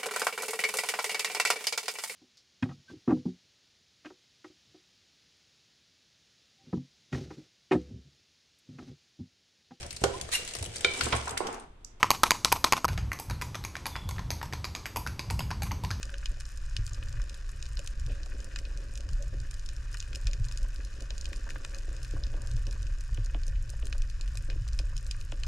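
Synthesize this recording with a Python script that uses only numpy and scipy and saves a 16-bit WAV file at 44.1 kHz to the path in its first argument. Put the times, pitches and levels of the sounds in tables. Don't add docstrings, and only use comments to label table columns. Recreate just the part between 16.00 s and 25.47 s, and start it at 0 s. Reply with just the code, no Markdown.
import sys
import numpy as np
from scipy import signal
from scipy.fft import rfft, irfft, next_fast_len
from scipy.io import wavfile
from scipy.ndimage import uniform_filter1d, map_coordinates

SR = 44100
rng = np.random.default_rng(int(sys.argv[2]) if len(sys.argv) > 2 else 0)


def generate_wav(signal):
    frames = np.transpose(np.atleast_2d(signal))
    scaled = np.clip(frames, -1, 1) * 32767
    pcm = np.round(scaled).astype(np.int16)
    wavfile.write(sys.argv[1], SR, pcm)


N = 417627

# time_s, level_db
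CURRENT = [(0.0, -37.5), (0.31, -37), (2.03, -34), (2.53, -37), (3.35, -33), (3.59, -36), (4.56, -35.5),
           (5.19, -38.5), (6.7, -30), (7.07, -33.5), (7.44, -32.5), (9.47, -32)]
# start_s, length_s, level_db
SWIRLS = [(0.764, 0.42, -41), (1.977, 0.16, -42), (3.052, 0.099, -39), (3.264, 0.16, -41),
          (4.256, 0.038, -43), (4.383, 0.087, -37.5), (6.136, 0.04, -38.5), (6.43, 0.17, -42),
          (7.131, 0.12, -41), (7.498, 0.13, -43), (7.686, 0.016, -59), (8.326, 0.13, -42),
          (8.537, 0.1, -45), (8.877, 0.02, -46), (8.951, 0.021, -41)]
# frequency_hz, level_db
SURGE_SPECTRUM = [(6, -30.5), (15, -2), (24, -1), (32, 1), (42, -4), (55, -3), (70, -17.5), (100, -40),
                  (200, -47.5), (400, -120)]
FLUTTER_SPECTRUM = [(35, -32.5), (60, -3.5), (80, 0), (100, -1), (122, 1.5), (138, -13.5), (165, -27.5),
                    (250, -36), (600, -86)]
# time_s, level_db
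SURFACE_WASH = [(0.0, -62), (0.58, -71), (1.21, -64.5), (1.69, -67.5), (2.08, -67.5), (2.27, -58.5),
                (3.27, -61), (3.48, -65.5), (4.61, -62.5), (4.8, -62), (5.62, -59), (6.01, -61),
                (6.28, -57.5), (7.02, -67), (7.65, -66.5), (9.47, -68)]
# start_s, level_db, length_s
LAPS = [(0.13, -55.5, .06), (0.31, -54, 0.036), (0.974, -57, .12), (1.782, -55, 0.092), (2.07, -51, 0.16),
        (3.33, -59.5, 0.16), (5.016, -46.5, 0.042), (6.133, -54.5, 0.063), (6.35, -54, .08),
        (6.666, -50, 0.11), (7.194, -56, 0.049), (7.353, -48, 0.046), (7.833, -54, 0.19),
        (8.489, -49, 0.095), (8.8, -52.5, 0.039), (9.333, -56, 0.12)]
# frequency_hz, level_db
SLOSH_SPECTRUM = [(80, -28.5), (160, -2), (290, 0.5), (420, -3.5), (560, -5.5), (750, -13), (1100, -21),
                  (2500, -41), (6000, -102)]
SLOSH_BALANCE = [
    [-0.86],
    [2],
]
# time_s, level_db
REEF_SIZZLE = [(0.0, -55.5), (3.45, -57.5), (4.01, -56), (5.27, -55.5), (5.64, -54.5), (7.49, -58),
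               (9.36, -57), (9.47, -57.5)]
# frequency_hz, level_db
FAR_SPECTRUM = [(150, 1), (500, -14), (900, -1), (1500, 4.5), (2400, -1.5), (3800, -1), (5000, -1.5),
                (6800, -0.5), (8000, -8.5), (10000, -11.5), (12300, -22), (14000, -24.5), (16000, -49)]
MIDDLE_SPECTRUM = [(300, -58), (1500, -5), (3000, -7), (5000, -1.5), (7000, 6.5), (8500, 6), (10000, -2.5),
                   (12300, -3.5), (16000, -27)]
CLOSE_SPECTRUM = [(200, -34), (700, -17.5), (1500, -7.5), (2600, 2.5), (4200, 6.5), (5500, 4), (6700, 4),
                  (8000, -5), (10000, -12), (12300, -23), (16000, -34)]
# start_s, level_db, brightness_db_per_octave, narrowness_db_per_octave_squared
CLOSE_SNAPS = [(0.0295, -39.5, -0.5, -2), (0.0936, -49, -6, -6.5), (0.1409, -43.5, -11, -0.5),
               (0.2577, -38, -1.5, 0), (0.407, -46.5, 3, -7), (0.7655, -36, -0.5, 0), (0.865, -45, 14, 4),
               (0.8772, -50.5, 2, -8), (0.933, -47, 20, 13), (0.9454, -50.5, 2, -1), (1.0272, -48, -22, 7),
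               (1.2954, -48.5, 5, 2), (1.626, -44, 6.5, 3), (1.7706, -45, -5, 18), (1.7922, -44, 1.5, -4),
               (1.8743, -42.5, 3.5, -4.5), (2.232, -50.5, -1, 13), (2.56, -39, -3, -2.5),
               (2.5883, -44.5, 0, -5), (2.652, -49.5, -14, 16), (2.9754, -47.5, 6, -2.5),
               (3.09, -50, 1, -3), (3.2243, -49.5, 10, 3), (3.511, -48, 5, -7), (3.661, -49.5, 7, 2),
               (3.689, -45.5, 1, 2), (3.943, -46.5, 4, -6.5), (3.9709, -48, 2, -5.5), (4.0024, -40, 3, 8),
               (4.0254, -48.5, 2, -5), (4.1304, -49, -8, 1.5), (4.149, -46, 0, 1), (4.1571, -41, 5.5, -3),
               (4.2698, -38, -2.5, -0.5), (4.333, -42.5, -0.5, 1), (4.485, -49, 4, 4),
               (4.5128, -49.5, -1, -6), (4.523, -47.5, 6, -6), (4.574, -43.5, 5, -1.5),
               (5.1049, -43, -4, 6), (5.18, -46, 8, 3), (5.211, -45, 11, 7), (5.2555, -42, 0, 2),
               (5.3307, -44.5, -0.5, -4.5), (5.4909, -47, -2, -7), (5.5045, -44.5, 0.5, -5),
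               (5.6485, -41.5, -1, -5.5), (6.0304, -49, 11, -1), (6.0472, -50, 2.5, -6),
               (6.2365, -43.5, -4, 39), (6.4186, -51.5, 17, 5), (6.4722, -50.5, 6, -2),
               (6.668, -47.5, 1.5, -4), (6.868, -53, 2, 2), (7.2603, -50, 11, 12), (7.48, -49, 7.5, -4),
               (7.7013, -48, 13, -5), (7.8691, -48.5, 4, -6), (7.9267, -41, -5, -1.5),
               (8.0201, -47.5, 4, -1), (8.2107, -45, 4, 4), (8.3724, -43.5, 4.5, -5.5),
               (8.5, -45.5, -18, 7.5), (8.6866, -51.5, 3, -2), (8.7898, -38.5, -2, -2.5),
               (8.966, -46.5, 1, -2), (8.978, -46.5, 6, 3), (9.1113, -38, 2, 0), (9.4347, -40.5, -2.5, 0)]
# start_s, level_db, pitch_hz, t60_s
BUBBLES = [(0.112, -48, 546, 0.19), (1.79, -40, 559, 0.051), (3.195, -41, 557, 0.12),
           (4.275, -49.5, 541, 0.13), (5.73, -48, 536, 0.062), (6.16, -42, 547, 0.065)]
# start_s, level_db, pitch_hz, t60_s
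SPLASHES = [(0.228, -42, 1480, .04), (0.789, -51, 1650, 0.08), (1.069, -48, 1450, 0.069),
            (1.168, -44.5, 1590, 0.045), (1.198, -39.5, 1340, 0.029), (2.09, -47.5, 2820, 0.22),
            (2.316, -43.5, 1530, 0.074), (3.449, -47, 1610, .04), (3.943, -37.5, 1530, 0.04),
            (4.466, -49, 1410, 0.029), (4.803, -45, 1550, 0.033), (5.466, -44, 1000, .05),
            (5.559, -36.5, 1530, 0.019), (5.733, -43.5, 1460, 0.059), (6.163, -43.5, 905, .06),
            (6.36, -48.5, 855, 0.2), (6.728, -47, 1200, 0.034), (6.764, -49, 1200, 0.034),
            (7.296, -47, 1590, 0.024), (7.347, -51, 750, 0.036), (7.553, -46.5, 2550, 0.066),
            (8.485, -49, 507, 0.17), (8.51, -48, 2620, .12), (9.144, -46, 1460, 0.037),
            (9.324, -51, 640, 0.029)]
# start_s, sway_db, shudder_db
SHOVES = [(0.268, -22, -50), (0.785, -25, -24), (1.17, -22, -35), (1.749, -22.5, -49), (2.057, -22.5, -31),
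          (2.749, -22, -40), (3.112, -20.5, -28), (4.246, -21, -29.5), (4.395, -24.5, -25.5),
          (4.597, -22.5, -41), (6.537, -18.5, -23.5), (7.01, -27, -45), (7.117, -25, -34),
          (7.18, -30, -28.5), (7.541, -18.5, -33), (7.98, -18.5, -49), (8.608, -29, -28)]
# pitch_hz, rise_s, t60_s
ROCKING_MODES = [(32.6, 0.031, .14), (112.5, 0.01, 0.068)]
# start_s, level_db, body_hz, tick_db, travel_s (at 1 kHz)
KNOCKS = [(0.786, -50.5, 260, -20, 0.00301), (0.98, -52, 400, -22, 0.00293), (2.098, -48, 380, -18, 0.0055),
          (3.34, -46, 326, -16, .003), (5.313, -46.5, 330, -23, 0.0053), (5.462, -49, 454, -12, .004),
          (5.556, -43.5, 555, -5, .003), (5.878, -46, 354, -15, .004), (6.134, -38.5, 330, -32, .003),
          (6.340, -44, 490, -5, .004), (7.174, -45.5, 290, -1, 0.0077), (7.346, -37, 676, 2, 0.00294),
          (7.826, -49, 347, 3, 0.0074), (8.555, -46.5, 272, -29, 0.0052), (8.791, -45, 506, -1, 0.0088),
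          (9.322, -39.5, 580, 5, 0.0027)]
# centre_hz, width_hz, left_db, right_db
HOUSING_RESONANCES = [(552.4, 67, 11.5, 5.5), (827, 108, -6, -8), (1235, 225, -16.5, 13),
                      (1336, 143, 10.5, -24.5), (1570, 477, 8.5, 8), (1811, 177, 8, 2.5),
                      (2250, 930, -6.5, -5.5), (2498, 280, 15, 9.5), (2976, 185, 6, 13),
                      (3100, 134, 2.5, -23.5), (5140, 320, 5.5, 6), (7210, 220, 4.5, 2)]
# frequency_hz, coherence
MIC_COHERENCE = [(60, 1), (140, .99), (260, 0.8), (600, 0.77), (1200, 0.74), (2300, 0.99), (3300, 0.19),
                 (5000, 0.86), (9000, 0.96), (13000, 0.53)]


def amp(db):
    return 10 ** (np.asarray(db) / 20)


def unit(x):
    return x / np.sqrt(np.mean(x ** 2) + 1e-20)


def along(points, hz):
    frequencies, values = np.transpose(points)
    return np.interp(np.log(hz + 1), np.log(frequencies + 1), values)


def curve(points):
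    return np.interp(np.arange(N) / SR, *np.transpose(points))


def wobble(rate):
    return map_coordinates(rng.standard_normal(int(N * rate / SR) + 4), [np.arange(N) * rate / SR])


def add(track, start_s, sound):
    start = int(np.clip(round(start_s * SR), 0, N - 1))
    track[..., start:start + sound.shape[-1]] += sound[..., :N - start]


def coloured(x, colour_db):
    n = x.shape[-1]
    m = 2 * next_fast_len(n // 2 + n // 20 + 1)
    cepstrum = irfft(np.log(amp(colour_db(np.fft.rfftfreq(m, 1 / SR))) + 1e-6))
    cepstrum[..., 1:m // 2] *= 2
    cepstrum[..., m // 2 + 1:] = 0
    return irfft(rfft(x, m) * np.exp(rfft(cepstrum)), m)[..., :n]


def housing_db(hz):
    return sum(np.array([[left], [right]]) / (1 + (2 * (hz - centre) / width) ** 2)
               for centre, width, left, right in HOUSING_RESONANCES)


def stereo(pair):
    n = pair.shape[-1]
    m = next_fast_len(n)
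    coherence = np.clip(along(MIC_COHERENCE, np.fft.rfftfreq(m, 1 / SR)), -1, .998)
    turn = np.arccos(coherence) / 2
    mid, side = irfft(rfft(pair, m) * [np.cos(turn), np.sin(turn)], m)
    return np.array([mid + side, mid - side])[:, :n]


def crackle(per_s, spread_db, t60_s, top_db):
    when, size = rng.random((int(per_s * N / SR), 2)).T
    size_db = np.minimum(-spread_db * np.log(1 - size), top_db)
    power = np.bincount((when * N).astype(int), amp(size_db) ** 2, N)
    fading = signal.lfilter([1], [1, -np.exp(-2 * np.log(1000) / (t60_s * SR))], power)
    return unit(stereo(np.sqrt(fading) * rng.standard_normal((2, N))))


def strays(per_s, mean_db, spread_db):
    count = int(per_s * N / SR)
    jitter, size, tone = rng.standard_normal((count, 3)).T
    starts = ((np.arange(count) + .5 * jitter) / per_s) % (N / SR)
    return zip(starts, mean_db + spread_db * size, tone)


def eddies(spectrum, evenness, eddy_s=.06):
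    pressure = unit(coloured(stereo(rng.standard_normal((2, N))), lambda hz: along(spectrum, hz)))
    window = int(eddy_s * SR)
    power = np.abs(uniform_filter1d(uniform_filter1d(pressure[0] ** 2, window), window)) + 1e-6
    return unit(pressure / power ** (evenness / 2))


def flow(attack_s=.012, release_s=.018):
    current_db, t = curve(CURRENT), np.arange(N) / SR
    swirl = np.zeros(N)
    for start, length, db in SWIRLS:
        corners_s = [start - attack_s, start, start + length, start + length + release_s]
        swirl += amp(db) * np.interp(t, corners_s, [.0038, 1, 1, .038])
    surge_gain = np.hypot(amp(current_db + 2.15 * wobble(9)), amp(2) * swirl)
    flutter_gain = np.hypot(amp(current_db - 16 + 2.5 * wobble(7)), amp(-2.5) * swirl)
    surge = surge_gain * eddies(SURGE_SPECTRUM, evenness=.85)
    flutter = flutter_gain * eddies(FLUTTER_SPECTRUM, evenness=.7)
    return surge + flutter


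def slosh(rise_s=.0061):
    t = np.arange(N) / SR
    power = amp(curve(SURFACE_WASH) + 1 + 2 * wobble(14)) ** 2
    for start, db, length in LAPS:
        power += (amp(db - 1) * np.interp(t, [start - rise_s, start, start + length], [0, 1, 0])) ** 2
    pops = crackle(per_s=130, spread_db=4.5, t60_s=.02, top_db=11)
    wash = stereo(rng.standard_normal((2, N))) + pops
    heard = unit(coloured(wash, lambda hz: along(SLOSH_SPECTRUM, hz) + housing_db(hz)))
    return np.sqrt(power) * amp(SLOSH_BALANCE) * heard


def far_shrimp():
    level_db = curve(REEF_SIZZLE)
    distant = crackle(per_s=2400, spread_db=3.5, t60_s=.008, top_db=14)
    sizzle = coloured(distant, lambda hz: along(FAR_SPECTRUM, hz) + housing_db(hz))
    out = amp(level_db - .52) * unit(sizzle)
    for centre_hz, db in [(3800, -19), (6200, -15), (9000, -13)]:
        nearer = crackle(per_s=22, spread_db=6, t60_s=.007, top_db=11)
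        band_db = lambda hz: -np.minimum(8 * np.log2((hz + 1) / centre_hz) ** 2, 15)
        pricks = coloured(nearer, lambda hz: along(MIDDLE_SPECTRUM, hz) + housing_db(hz) + band_db(hz))
        out += amp(level_db + db) * unit(pricks)
    return out


def near_shrimp(burst_s=.0022, rise_s=.0012, tail_t60_s=.027, echo_db=-14, coral_t60_s=.18):
    out, size = np.zeros((2, N)), 3072
    t = np.arange(size) / SR
    tail = amp(-11 - 60 * t / tail_t60_s)
    direct = (np.exp(-(t / burst_s) ** 4) + tail) * (1 - np.exp(-(t / rise_s) ** 2))
    scatter = amp(-26 - 60 * t / coral_t60_s)
    farther_snaps = [(start, db, 5.5 + 3.6 * tone, 0)
                     for start, db, tone in strays(per_s=8, mean_db=-52, spread_db=1)]
    octaves = lambda hz: np.log2(np.clip(hz, 1500, 9500) / 4500)
    for start, db, brightness, narrowness in CLOSE_SNAPS + farther_snaps:
        delay = int(rng.uniform(.0018, .0129) * SR)
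        echo = amp(echo_db) * np.pad(direct, (delay, 0))[:size]
        burst = stereo(rng.standard_normal((2, size)) * np.sqrt(direct ** 2 + echo ** 2 + scatter ** 2))
        claw_db = lambda hz: brightness * octaves(hz) - narrowness * octaves(hz) ** 2
        snap = coloured(burst, lambda hz: along(CLOSE_SPECTRUM, hz) + housing_db(hz) + claw_db(hz))
        level = np.sqrt(np.mean(snap ** 2) * size / (.003 * SR))
        add(out, start - .0007, amp(db + 6.5) * snap / level)
    return out


def bubbles(climb_per_s=.58, waver_rad=.67):
    out, t = np.zeros(N), np.arange(SR // 4) / SR
    knots = np.linspace(0, t[-1], 40)
    for start, db, hz, t60 in BUBBLES:
        waver = waver_rad * np.interp(t, knots, rng.standard_normal(len(knots)))
        phase = 2 * np.pi * hz * t * (1 + climb_per_s * t / 2) + waver
        ring = np.sin(phase) * amp(-60 * t / t60) * (1 - np.exp(-10 * t / t60)) ** 2
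        add(out, start, amp(db - 4.5) * ring / np.abs(ring).max())
    return out * amp([[1], [-1]])


def splashes():
    def band_db(centre_hz):
        return lambda hz: housing_db(hz) - np.minimum(12 * np.log2((hz + 1) / centre_hz) ** 2, 50)

    patter = crackle(per_s=70, spread_db=3, t60_s=.018, top_db=8)
    out = amp(-67) * unit(coloured(patter, band_db(1480)))
    t = np.arange(SR // 4) / SR
    small_plips = [(start, db, 900 * 2 ** (.46 * tone), .042)
                   for start, db, tone in strays(per_s=4, mean_db=-50, spread_db=1.5)]
    for start, db, hz, t60 in SPLASHES + small_plips:
        envelope = amp(-60 * t / t60) * (1 - np.exp(-20 * t / t60))
        plip = coloured(stereo(rng.standard_normal((2, len(t))) * envelope), band_db(hz))
        add(out, start - .001, amp(db + 3.6) * plip / np.abs(plip).max())
    return out


def thumps():
    out, t = np.zeros(N), np.arange(SR // 3) / SR
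    for start, *levels_db in SHOVES:
        for db, (hz, rise, t60) in zip(levels_db, ROCKING_MODES):
            envelope = amp(-60 * t / t60) * (1 - np.exp(-(t / rise) ** 2))
            ring = np.sin(2 * np.pi * hz * rng.uniform(.92, 1.08) * t) * envelope
            add(out, start, amp(db - 2.5) * ring / np.abs(ring).max())
    return signal.sosfiltfilt(signal.butter(6, 170, fs=SR, output="sos"), out)


def knocks(rattle_t60_s=.11, mount_hz=295, mount_t60_s=.077):
    out, size = np.zeros((2, N)), 4096
    hz, t = np.fft.rfftfreq(size, 1 / SR), np.arange(size) / SR
    ring = np.sin(2 * np.pi * mount_hz * t) * amp(-60 * t / mount_t60_s) * (1 - np.exp(-t * mount_hz))
    for start, db, body_hz, tick_db, travel_s in KNOCKS:
        chirp = irfft(np.exp(-4j * np.pi * travel_s * np.sqrt(hz * 1000)))
        rattle = .49 * unit(rng.standard_normal((2, size)) * amp(-60 * t / rattle_t60_s))
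        body = [(body_hz / 4, -24), (body_hz * .67, -6), (body_hz, 4),
                (body_hz * 1.77, -4), (body_hz * 2, -8)]
        tick = [(1600, tick_db - 14), (3200, tick_db - 6.5), (4500, tick_db - 25), (12000, -42)]
        knock = coloured(unit(chirp) + rattle, lambda f: along(body + tick, f) + housing_db(f) / 2)
        body_only = coloured(knock, lambda f: along([(1000, 0), (1600, -40)], f))
        add(out, start - travel_s * .4, amp(db + 3) * knock / np.abs(body_only).max())
        add(out, start + travel_s * 1.78, amp(db - 6) * ring / np.abs(ring).max())
    return out


def scene():
    water = flow() + thumps() + slosh() + bubbles() + splashes()
    return water + knocks() + far_shrimp() + near_shrimp()


def record(dry):
    top_hz, size = 15900, next_fast_len(N + SR // 2)
    passband = np.fft.rfftfreq(size, 1 / SR) < top_hz
    return irfft(rfft(dry, size) * passband, size)[:, :N]


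dry = scene()
out = record(dry)
generate_wav(out)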